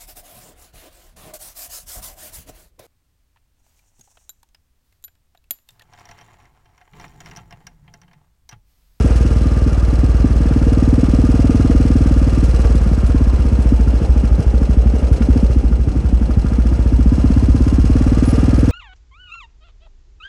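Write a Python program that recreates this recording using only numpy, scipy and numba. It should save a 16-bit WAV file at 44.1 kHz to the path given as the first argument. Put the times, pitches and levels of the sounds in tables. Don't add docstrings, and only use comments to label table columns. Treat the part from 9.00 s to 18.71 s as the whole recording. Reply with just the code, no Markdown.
import sys
import numpy as np
from scipy import signal
from scipy.fft import rfft, irfft, next_fast_len
from scipy.io import wavfile
from scipy.ndimage import uniform_filter1d
from numba import njit

SR = 44100
rng = np.random.default_rng(int(sys.argv[2]) if len(sys.argv) > 2 else 0)


def volts_from_decibels(level):
    exponent = np.asarray(level, float) / 20
    return 10 ** exponent


def master(y):
    cut = np.clip(np.atleast_2d(y).T, -1, 1)
    pcm = np.round(cut * 32767)
    wavfile.write(sys.argv[1], SR, pcm.astype(np.int16))


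N = 428211

# (time [s], pop level [dB])
STRONG_BURNS = [(0.048, -7.5), (0.253, -9), (0.46, -13), (0.666, -10), (0.931, -12), (1.037, -9.5),
                (1.247, -4), (1.564, -7.5), (1.67, -7), (3.378, -8.5), (3.431, -9.5), (3.752, -8.5),
                (3.917, -9), (4.149, -6.5), (4.211, -9), (4.725, -5), (4.937, -15.5), (5.385, -16),
                (5.615, -11.5), (5.769, -14), (6.208, -13.5), (6.29, -8.5), (6.361, -10.5), (6.431, -8.5),
                (6.563, -13.5), (6.713, -11), (7.374, -12.5), (7.447, -10.5), (7.585, -12.5),
                (7.717, -14.5)]
VALVE_LEAD = .008


def level(x, db):
    return x * volts_from_decibels(db) / np.sqrt(np.mean(x ** 2))


def curve(s, v):
    return np.interp(np.arange(N) / SR, s, v)


@njit
def svf(x, hz, width):
    y, low_state, band_state = np.empty(len(x)), 0., 0.
    for i in range(len(x)):
        g = np.tan(np.pi * hz[i] / SR)
        k = width / hz[i]
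        v = (band_state + g * (x[i] - low_state)) / (1 + g * (g + k))
        band_state, low_state = 2 * v - band_state, low_state + 2 * g * v
        y[i] = k * v
    return y


def band(x, hz, width):
    return svf(x, hz + np.zeros(N), float(width))


def noise(spectrum):
    hz, db = np.transpose(spectrum)
    size = next_fast_len(N)
    log_hz = np.log(np.arange(size // 2 + 1) * SR / size + 1)
    colour = volts_from_decibels(np.interp(log_hz, np.log(hz), db))
    return level(irfft(rfft(rng.standard_normal(size)) * colour, size)[:N], 0)


def walk(rate):
    k = int(SR / rate)
    steps = np.repeat(rng.standard_normal(N // k + 1), k)
    return 0.67 * uniform_filter1d(uniform_filter1d(steps, k), k)[:N]


def kicks(s, size):
    x, at = np.zeros(N), np.round(np.asarray(s) * SR).astype(int)
    inside = (at >= 0) & (at < N)
    np.add.at(x, at[inside], (size + 0 * at)[inside])
    return x


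def fade(x, tau_s):
    return signal.lfilter([1], [1, -np.exp(-1 / (tau_s * SR))], x)


def ring(hit_s, size, modes, scatter_db, push_s):
    chance = rng.standard_normal((len(hit_s), len(modes)))
    window = np.hanning(int(push_s * SR))
    out = 0
    for k, (hz, db, t60, polarity) in enumerate(modes):
        push = kicks(hit_s, polarity * size * volts_from_decibels(db + scatter_db * chance[:, k]))
        push = signal.lfilter(window / window.sum(), [1], push)
        pole = np.exp(2j * np.pi * hz / SR - np.log(1000) / (t60 * SR))
        out = out + signal.lfilter([1], [1, -pole], push).imag
    return out


def burns(fire_s):
    # (time [s], pop level [dB], scatter [dB])
    throttle = [(0, -25, 3), (1.38, -25, 3), (1.39, -10.5, 1), (1.74, -10.5, 1), (1.76, -5.5, .6),
                (3.05, -6, .6), (3.29, -11, 1), (3.3, -22, 3), (4.4, -19, 3), (6.7, -19, 2), (7.8, -18, 2),
                (7.92, -10, 1), (8.1, -9, 1), (8.25, -6, 1), (8.42, -9, 1), (8.8, -6.5, .6),
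                (9.71, -5.5, .5)]
    s, usual_db, scatter_db = np.transpose(throttle)
    db = np.interp(fire_s, s, usual_db)
    db = db + np.interp(fire_s, s, scatter_db) * rng.standard_normal(len(fire_s))
    for when, strong_db in STRONG_BURNS:
        db[np.argmin(abs(fire_s - when))] = strong_db
    return volts_from_decibels(db + 6.0)


def exhaust(fire_s, lugging, load_db):
    # (frequency [Hz], level [dB], t60 [s], polarity [-1 to 1])
    boom_modes = [(57.14, -6.5, 0.28, -0.66), (220.3, -10, 0.076, 0.46), (120, -4.5, 0.025, 0.79),
                  (290, -15, 0.023, 1), (64.45, -12.5, 0.27, -0.79), (70.9, -28.5, 0.39, 0.79)]
    # (frequency [Hz], level [dB], t60 [s], polarity [-1 to 1])
    pop_modes = [(198, 7, 0.035, 0.39), (264.8, 2.5, 0.036, -0.94), (108.9, 6, 0.17, 0.12),
                 (57.04, -3, 0.26, -0.36)]
    # (frequency [Hz], level [dB], t60 [s], polarity [-1 to 1])
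    spit_modes = [(161, -7.5, 0.041, 0.82), (310, -9.5, 0.023, 0.58)]
    boom_db = 1.92 + 0.29 * load_db + 0.6 * lugging
    burn = burns(fire_s)
    unburnt = np.clip(1 - burn, 0, 1)
    jitter_s = (.00025 + .002 * lugging) * rng.standard_normal(len(fire_s))

    crack_s = fire_s - .0050 + 0.0033 * lugging * unburnt
    crack = ring(crack_s, burn, pop_modes, 0.96 + 0.72 * lugging, 0.0024)
    thump_size = volts_from_decibels(boom_db) * (1 + 0.16 * burn)
    thump = ring(fire_s + 0.003 + jitter_s, thump_size, boom_modes, 1.5 + 1.8 * lugging, 0.0025)
    spit = ring(fire_s - .001 + jitter_s, volts_from_decibels(-4) * lugging * unburnt, spit_modes, 4.0, .002)
    again_s = fire_s + (0.019 + 0.0017 * rng.standard_normal(len(fire_s)))
    again = ring(again_s, volts_from_decibels(boom_db - 4.5) * lugging, boom_modes[:1], 1.0, 0.0039)
    return crack + thump + spit + again


def casing(pipe, rate, cycles):
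    # (frequency [Hz], density [dB per Hz])
    rumble_colour = [(250, -5), (420, -6), (464, -3.5), (560, -3), (987, -13.5), (1120, -18.5), (1240, -14),
                     (1510, -18.5), (1660, -26), (1900, -23.5), (2820, -24), (3600, -31.5), (4680, -68),
                     (7920, -120)]
    # (teeth met [per cycle], level [dB], width [Hz])
    gears = [(62.1, 1, 34)]
    # (frequency [Hz], width [Hz], level [dB])
    case_modes = [(1233, 37, -18), (1388, 67, -18), (1608, 110, -18)]
    crest = uniform_filter1d(pipe, int(0.0026 * SR))
    throb_db = 1.2 * crest / crest.std() + 1.5 * walk(40)
    rumble = volts_from_decibels(throb_db) * noise(rumble_colour)
    whine = sum(level(band(rng.standard_normal(N), mesh * rate, w), db) for mesh, db, w in gears)
    shake_db = (rate - 19) * 0.67 + 2.0 * walk(1.1) + 1.8 * np.cos(2 * np.pi * (cycles - .15))
    shake = volts_from_decibels(shake_db) * rng.standard_normal(N)
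    rings = sum(level(band(shake, hz, w), db) for hz, w, db in case_modes)
    return level(rumble + rings + volts_from_decibels(-14.5 + 2.0 * walk(3.14)) * whine, 0)


def clatter(cycles):
    # (place in cycle [0-1], level [dB], decay [share of cycle], ringing [dB])
    knocks = [
        (.04, -9, .2, -14),
        (.21, 0, .13, -12),
        (.5, -4, .08, 0),
        (.58, -9, .28, -10),
    ]
    # (frequency [Hz], density [dB per Hz])
    hiss_colour = [(1530, -5), (2600, 0), (2850, -1), (3010, -7.5), (3390, -3.5), (3720, -12), (4150, -7.5),
                   (4620, -3.5), (5250, 0), (6610, -5.5), (7240, -9), (8030, -12.5), (8690, -8.5),
                   (10300, -11.5), (11100, -17), (14400, -53.5), (22000, -120)]
    # (frequency [Hz], width [Hz], level [dB])
    cover_modes = [(2550, 46, -26.5), (2814, 23, -14), (3970, 43, -16.5), (4230, 95, -16),
                   (6640, 84, -17.5), (7910, 350, -13)]
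    whole = np.floor(cycles).astype(int)
    hiss_gate, ring_gate = volts_from_decibels(-11), volts_from_decibels(-17)
    chance = rng.standard_normal((whole.max() + 2, len(knocks), 2))
    for k, (place, db, decay, ring_db) in enumerate(knocks):
        since = (cycles - place - 0.012 * chance[whole, k, 0]) % 1
        knock = volts_from_decibels(db + 1.2 * chance[whole, k, 1]) * np.exp(-since / decay)
        hiss_gate = hiss_gate + knock
        ring_gate = ring_gate + volts_from_decibels(ring_db) * knock
    hiss_gate = uniform_filter1d(hiss_gate, int(.006 * SR))
    hiss = hiss_gate * volts_from_decibels(2.5 * walk(250)) * noise(hiss_colour)
    shake = ring_gate * rng.standard_normal(N)
    rings = sum(level(band(band(shake, hz, w), hz, 8 * w), db) for hz, w, db in cover_modes)
    return level(level(hiss, 0) + rings, 0)


def tappet(fire_s):
    # (frequency [Hz], level [dB], t60 [s], polarity [-1 to 1])
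    seat_modes = [(4030, -2, .035, 1), (4280, 2, .04, 1), (4480, -4, .03, 1)]
    # (frequency [Hz], level [dB], t60 [s], polarity [-1 to 1])
    rocker_modes = [(1230, -2, .05, 1), (1400, 1, .04, 1), (1640, -2, .03, 1)]
    cycle_s = np.gradient(fire_s)
    chance = .012 * rng.standard_normal((len(fire_s), 2)).T
    lead = VALVE_LEAD * (1 / cycle_s - 13)
    tick = ring(fire_s + cycle_s * (.54 - 1.4 * lead + chance[0]), 1, seat_modes, 1.8, .0004)
    knock = ring(fire_s + cycle_s * (.16 + 2 * chance[1]), 1, rocker_modes, 2.5, .0004)
    return level(tick, -13) + level(knock, -5)


def air_box(cycles, fire_s):
    suck = volts_from_decibels(5.0 * np.cos(2 * np.pi * (cycles - .2))) * rng.standard_normal(N)
    hum = band(band(suck, 465, 65), 465, 120)
    gulp = ring(fire_s + .2 * np.gradient(fire_s), 1, [(465, 0, .06, 1)], 1.5, .001)
    return level(level(hum, 0) + level(gulp, -4), 0)


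def jolts():
    # (time [s], level [dB])
    bumps = [
        (0.0513, -33),
        (0.159, -27),
        (0.3494, -42),
        (3.1794, -35),
        (3.4386, -28),
        (3.7534, -30),
        (4.0645, -30),
        (4.6194, -33),
        (6.128, -32),
        (6.2277, -42),
    ]
    # (time [s], level [dB])
    stones = [
        (1.063, -41),
        (3.063, -34),
        (3.645, -25),
        (4.185, -38),
        (5.873, -36),
        (6.133, -30),
        (6.219, -27),
    ]
    bright = [(800, -10), (3000, 0), (10000, -2), (11800, -14), (13500, -12), (15000, -28)]
    dull = [(300, -15), (700, 0), (2500, -6), (6000, -25), (11000, -60)]
    s, db = np.transpose(bumps)
    rattle = fade(kicks(s, volts_from_decibels(db - 10)), .02) * noise(bright)
    s, db = np.transpose(stones)
    return rattle + fade(kicks(s, volts_from_decibels(db - 4)), .008) * noise(dull)


def squeaks():
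    # (time [s], length [s], frequency [Hz], level [dB])
    squeals = [
        (9.254, .034, 9945, -41),
        (9.288, .03, 10335, -41),
        (9.35, .03, 10335, -55),
        (9.57, 0.044, 10335, -51),
    ]
    t, out = np.arange(N) / SR, 0
    for s, length, hz, db in squeals:
        gate = uniform_filter1d(volts_from_decibels(db) * ((t > s) & (t < s + length)), int(.003 * SR))
        out = out + gate * np.sin(2 * np.pi * hz * t)
    return out


def bike_ahead():
    # (time [s], engine speed [cycles/s], level [dB])
    drone = [(0, 27.5, -42), (1.5, 29.7, -40), (2.0, 29, -39), (3.2, 30, -41), (4.0, 28.5, -50),
             (5.0, 28.7, -39), (5.4, 29.7, -36), (5.9, 31.6, -34), (6.45, 33.2, -33), (6.7, 32.5, -43),
             (7.3, 32, -48), (9.71, 30, -55)]
    # (frequency [Hz], level [dB], t60 [s], polarity [-1 to 1])
    far_modes = [(450, 0, .03, 1), (520, -1, .03, 1), (790, -14, .02, 1)]
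    s, hz, db = np.transpose(drone)
    beats = np.cumsum(2 * curve(s, hz)) / SR
    k = np.arange(np.ceil(beats[-1]))
    beat_s = np.interp(k, beats, np.arange(N) / SR) + .00012 * rng.standard_normal(len(k))
    size = volts_from_decibels(-6.5 * (k % 2))
    return volts_from_decibels(curve(s, db)) * level(ring(beat_s, size, far_modes, 2.0, .001), -.7)


def wind(rate):
    # (frequency [Hz], density [dB per Hz])
    wind_colour = [(20, -26), (42, -10), (62, 0), (90, -3), (180, -6), (300, -9), (400, -20), (600, -45),
                   (2000, -90)]
    return volts_from_decibels(-30 + 3 * np.clip((19 - rate) / 6, 0, 1) + 2.5 * walk(9)) * noise(wind_colour)


def scene():
    # (time [s], speed [cycles/s])
    speed = [(0.0, 19.763), (1.15, 18.758), (2.65, 19.692), (3.65, 18.546), (4.43, 16.228), (4.47, 14.826),
             (5.19, 13.247), (5.5, 13.323), (6.21, 10.769), (6.37, 15.003), (7.04, 11.448), (7.41, 12.656),
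             (7.45, 14.701), (8.05, 14.767), (8.09, 16.354), (8.64, 16.576), (9.13, 18.693), (9.78, 20.93)]
    # (time [s], load [dB], intake [dB])
    effort = [(0, 4.5, 9), (.5, -0.5, -1), (1.3, -0.5, 2.5), (1.83, 1, 6.5), (2.6, 2.5, 5.5),
              (3.3, 1.5, 1.5), (3.64, 3, 6.5), (3.92, -1, -1), (4.87, -1.5, 1), (5.6, -3, 0),
              (6.43, -1.3, 1.5), (6.79, -6.5, -29), (7.21, -4.5, -5), (7.9, -3, -7), (8.24, 0, -0.5),
              (8.6, .6, -10), (9.38, 3, 7), (9.71, 2.5, 4)]
    rate = curve(*np.transpose(speed))
    cycles = np.cumsum(rate) / SR
    rate = uniform_filter1d(rate, int(.2 * SR))
    fire_s = np.interp(np.arange(np.ceil(cycles[-1])), cycles, np.arange(N) / SR)
    for when, _ in STRONG_BURNS:
        fire_s[np.argmin(abs(fire_s - when))] = when
    fire_rate = rate[np.minimum(fire_s * SR, N - 1).astype(int)]
    lugging = np.clip((19 - fire_rate) / 6, 0, 1)

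    s, load_db, intake_db = np.transpose(effort)
    pipe = exhaust(fire_s, lugging, np.interp(fire_s, s, load_db))
    load_db, intake_db = curve(s, load_db), curve(s, intake_db)
    valve_cycles = np.maximum(cycles + VALVE_LEAD * (rate - 13), 0)
    engine = volts_from_decibels(-33 + 0.38 * load_db + 0.12 * intake_db) * casing(pipe, rate, cycles)
    engine = engine + volts_from_decibels(-44.5 + load_db) * clatter(valve_cycles)
    engine = engine + volts_from_decibels(-44 + .15 * load_db) * tappet(fire_s)
    engine = engine + volts_from_decibels(-39 + intake_db) * air_box(cycles, fire_s)
    return (pipe + engine + jolts() + squeaks() + bike_ahead() + wind(rate))[None]


def low_pass(x):
    return signal.sosfilt(signal.butter(12, 15330, fs=SR, output="sos"), x)


def record(dry):
    x = signal.sosfilt(signal.butter(2, 24, "highpass", fs=SR, output="sos"), dry)
    power = uniform_filter1d(x ** 2, int(0.072 * SR))
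    x = x * (1 + power / volts_from_decibels(-22)) ** -.3 * volts_from_decibels(3)
    x = np.tanh(.8 * x) / .8
    x = signal.sosfilt(signal.butter(8, 11400, fs=SR, output="sos"), x)
    mirror = 2 * x * np.cos(2 * np.pi * 24000 * np.arange(N) / SR)
    mirror = signal.sosfilt(signal.butter(4, (12400, 14000), "bandpass", fs=SR, output="sos"), mirror)
    return low_pass(x + volts_from_decibels(-20) * mirror)


dry = scene()
out = record(dry)
master(out)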